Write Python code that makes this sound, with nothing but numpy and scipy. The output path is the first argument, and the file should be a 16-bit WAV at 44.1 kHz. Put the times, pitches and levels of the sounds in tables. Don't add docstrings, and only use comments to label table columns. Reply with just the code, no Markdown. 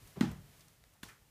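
import sys
import numpy as np
from scipy import signal
from scipy.fft import rfft, irfft
from scipy.io import wavfile

SR = 44100
rng = np.random.default_rng(int(sys.argv[2]) if len(sys.argv) > 2 else 0)


def generate_wav(signal):
    frames = np.transpose(np.atleast_2d(signal))
    scaled = np.clip(frames, -1, 1) * 32767
    pcm = np.round(scaled).astype(np.int16)
    wavfile.write(sys.argv[1], SR, pcm)


N = 57330
T = np.arange(N) / SR
HZ = np.maximum(np.fft.rfftfreq(N, 1 / SR), 1)

# (time [s], slap [dB], thump [dB], thump pitch [Hz],
# thump width [Hz], squash delay [s], crunch [dB], crunch t60 [s], rings [dB],
# boom send from the thump [dB], tail [dB], treble tilt [dB/octave])
BOUNCE_HITS = [(0.2096, -20.5, -16, 220.7, 128, 0.000081, -33.5, 0.025, -33, -1, -40, -1),
               (1.0305, -34, -41, 178, 230, 0.001715, -37, 0.023, -55, -8, -52, 3)]
def bounces():
    out = np.zeros(N)
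    for (touch, slap_db, thump_db, pitch_hz, width_hz, squash_delay,
         crunch_db, crunch_t60, ring_db, boom_db, tail_db, tilt_db) in BOUNCE_HITS:
        squash = touch + squash_delay
        low_end = from_db(thump_db) * thump(squash, pitch_hz, width_hz)
        out += from_db(slap_db) * slap(touch)
        out += from_db(crunch_db) * crunch(squash, crunch_t60, tilt_db)
        out += from_db(ring_db) * (rings(squash) + doorway_ring(squash))
        out += low_end + from_db(boom_db) * room_boom(low_end)
        out += from_db(tail_db) * room_tail(squash, tilt_db)
    return out


def slap(start, band_hz=(700, 5000)):
    pulse = signal.sosfilt(signal.butter(1, band_hz, "band", fs=SR, output="sos"), impulse(start))
    return -pulse / abs(pulse).max()


def thump(start, pitch_hz, width_hz, softness_hz=294):
    push = signal.sosfilt(signal.butter(2, softness_hz, fs=SR, output="sos"), impulse(start))
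    swing = resonate(resonate(push, pitch_hz, width_hz), pitch_hz, width_hz)
    return swing / abs(swing).max()


# (frequency [Hz], relative level [dB])
CRUNCH_EQ = [(100, -8.5), (560, -3.5), (850, 4), (1400, 10), (2200, 2.5), (3600, 0), (5500, -9),
             (9000, -16.5), (14000, -19)]
def crunch(start, t60, tilt_db):
    return noise(at_hz(CRUNCH_EQ, HZ) + treble_tilt(tilt_db)) * envelope(start, 10 / SR, t60)


# (frequency [Hz], relative level [dB], t60 [s])
RING_MODES = [(868, -4.5, 0.043), (1146, -24, 0.1), (1320, -9, .07), (1408, -16, 0.15), (1865, -12.5, 0.15),
              (2099, -10.5, .08), (2724, -11, 0.058), (3484, -19, 0.044), (4050, -26, 0.36),
              (5420, -12.5, 0.018)]
def rings(start, attack_s=0.0008):
    out = np.zeros(N)
    for k, (hz, db, t60) in enumerate(RING_MODES):
        tone = (-1) ** k * np.cos(2 * np.pi * hz * (T - start))
        out += from_db(db) * tone * envelope(start, attack_s, t60)
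    return out


def doorway_ring(start, pitch_hz=822, level_db=-7.5, delay_s=0.022):
    tone = np.sin(2 * np.pi * pitch_hz * (T - start))
    return from_db(level_db) * tone * envelope(start + delay_s, attack_s=0.0052, t60=0.078)


# (delay [s], gain [dB])
REFLECTIONS = [(0.0256, -29), (0.0277, -14.5), (0.038, -23.5), (0.0687, -21.5)]
# (frequency [Hz], gain [dB], t60 [s])
STANDING_WAVES = [(61.7, 16, 0.47), (106.2, 15, 0.44), (143, 10.5, 0.57), (182, 2, 0.41), (212.5, -7, 0.22),
                  (235.7, -5, 0.22), (322, 3, 0.17), (371, -4, 0.45)]
def room_boom(low_end, mode_delay_s=0.0217):
    drive = delayed(low_end, mode_delay_s)
    waves = sum(from_db(db) * resonate(drive, hz, width_hz=np.log(1000) / np.pi / t60)
                for hz, db, t60 in STANDING_WAVES)
    return waves + sum(from_db(db) * delayed(low_end, lag) for lag, db in REFLECTIONS)


# (frequency [Hz], relative level [dB], t60 [s])
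REVERB_BANDS = [(109, 11.5, 0.29), (250, -1, 0.46), (432, 3, 0.53), (528, -7.5, 0.52), (850, 0.5, 0.45),
                (1500, -3.5, 0.44), (2500, -7, 0.44), (3950, -5.5, 0.29), (7000, -13.5, 0.42),
                (14300, -23.5, 0.33)]
def room_tail(start, tilt_db, build_s=0.0017, low_cut_hz=50):
    gain = from_db(at_hz(REVERB_BANDS, HZ) + treble_tilt(tilt_db)) * (HZ > low_cut_hz)
    spectrum = noise_spectrum(gain)
    half_octave = np.round(2 * np.log2(HZ))
    out = np.zeros(N)
    for band in np.unique(half_octave[gain > 0]):
        t60 = at_hz(REVERB_BANDS, 2 ** (band / 2), column=2)
        out += irfft(spectrum * (half_octave == band), N) * envelope(start, build_s, t60)
    return out


# (time [s], attack [s], t60 [s], level [dB], centre [Hz], half width [octaves])
SCUFF_CUES = [(0.161, 0.018, .22, -44.5, 152, 0.27), (0.161, 0.0121, 0.1, -45.5, 396, 0.23),
              (0.155, 0.0097, 0.6, -55.5, 880, 0.77), (0.935, 0.021, 0.14, -72.5, 960, 0.39),
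              (1.078, 0.013, 0.26, -55.5, 1640, 0.4), (1.078, 0.0075, 0.24, -62, 7000, 1)]
def scuffs():
    return sum(from_db(db) * envelope(start, attack, t60) * noise(2 * bell_eq(hz, 2 * octaves))
               for start, attack, t60, db, hz, octaves in SCUFF_CUES)


# (time [s], level [dB], centre [Hz], t60 [s])
TICK_CUES = [(0.0735, -55.5, 8900, 0.032), (0.315, -52.5, 10000, 0.018), (0.3130, -56, 850, 0.097),
             (0.594, -63, 7000, .04), (0.607, -59.5, 4550, 0.072), (0.6821, -54, 6070, 0.016),
             (0.839, -57.5, 1500, 0.015), (0.838, -61, 7000, 0.011), (0.9353, -65, 9050, 0.044),
             (1.04, -47.5, 10300, 0.0073), (1.0914, -56.5, 2500, 0.0082)]
def ticks():
    return sum(from_db(db) * noise(bell_eq(hz, octaves=1.0)) * envelope(start, 20 / SR, t60)
               for start, db, hz, t60 in TICK_CUES)


# (time [s], level [dB])
RUSTLE_FADER = [(0, -63.5), (0.08, -61), (0.15, -63.5), (0.4, -66), (0.5, -64.5), (0.57, -63.5),
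                (0.65, -65.5), (0.8, -70), (0.87, -69), (1.0, -71), (1.3, -70)]
# (frequency [Hz], relative level [dB])
RUSTLE_EQ = [(200, -2.5), (600, 3), (1100, -1), (2000, -0.5), (4000, -3.5), (8000, -5), (13000, -5.5),
             (15000, -6.5)]
def rustle():
    return fader(RUSTLE_FADER) * noise(at_hz(RUSTLE_EQ, HZ))


# (time [s], level [dB])
RUMBLE_FADER = [(0, -64.5), (0.04, -55.5), (0.09, -63), (0.13, -69), (0.3, -47), (0.53, -66.5),
                (0.7, -66.5), (0.9, -71), (1.3, -69.5)]
# (frequency [Hz], relative level [dB])
RUMBLE_EQ = [(20, -37), (35, -4.5), (55, -1.5), (80, -2), (140, -4.5), (220, -12.5), (400, -21),
             (900, -54.5)]
def rumble():
    return fader(RUMBLE_FADER) * noise(at_hz(RUMBLE_EQ, HZ))


def from_db(db):
    return 10 ** (np.asarray(db) / 20)


def fader(points):
    return from_db(np.interp(T, *np.transpose(points)))


def envelope(start, attack_s, t60):
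    rise = np.clip((T - start) / attack_s, 0, 1)
    return rise * from_db(-np.maximum(T - start - attack_s, 0) * 60 / t60)


def at_hz(points, hz, column=1):
    points = np.array(points)
    return np.interp(np.log(hz), np.log(points[:, 0]), points[:, column])


def bell_eq(hz, octaves):
    return -20 * np.log10(1 + (np.log2(HZ / hz) / octaves) ** 2)


def treble_tilt(db_per_octave, corner_hz=1300):
    return db_per_octave * np.log2(np.maximum(HZ / corner_hz, 1))


def noise_spectrum(gain):
    return rfft(rng.standard_normal(N)) * gain / np.sqrt(np.mean(gain ** 2))


def noise(eq_db):
    return irfft(noise_spectrum(from_db(eq_db)), N)


def impulse(start):
    return np.maximum(1 - abs(T - start) * SR, 0) + 1e-18


def delayed(x, lag_s):
    return np.interp(T - lag_s, T, x, left=0)


def resonate(x, hz, width_hz):
    radius = np.exp(-np.pi * width_hz / SR)
    feedback = [1, -2 * radius * np.cos(2 * np.pi * hz / SR), radius ** 2]
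    return signal.lfilter([1, 0, -1], feedback, x) * (1 - radius ** 2) / 2


def scene():
    return (bounces() + scuffs() + ticks() + rustle() + rumble())[None]


def record(dry, cutoff_hz=15800):
    return signal.sosfilt(signal.cheby2(16, 60, cutoff_hz, fs=SR, output="sos"), dry)


dry = scene()
out = record(dry)
generate_wav(out)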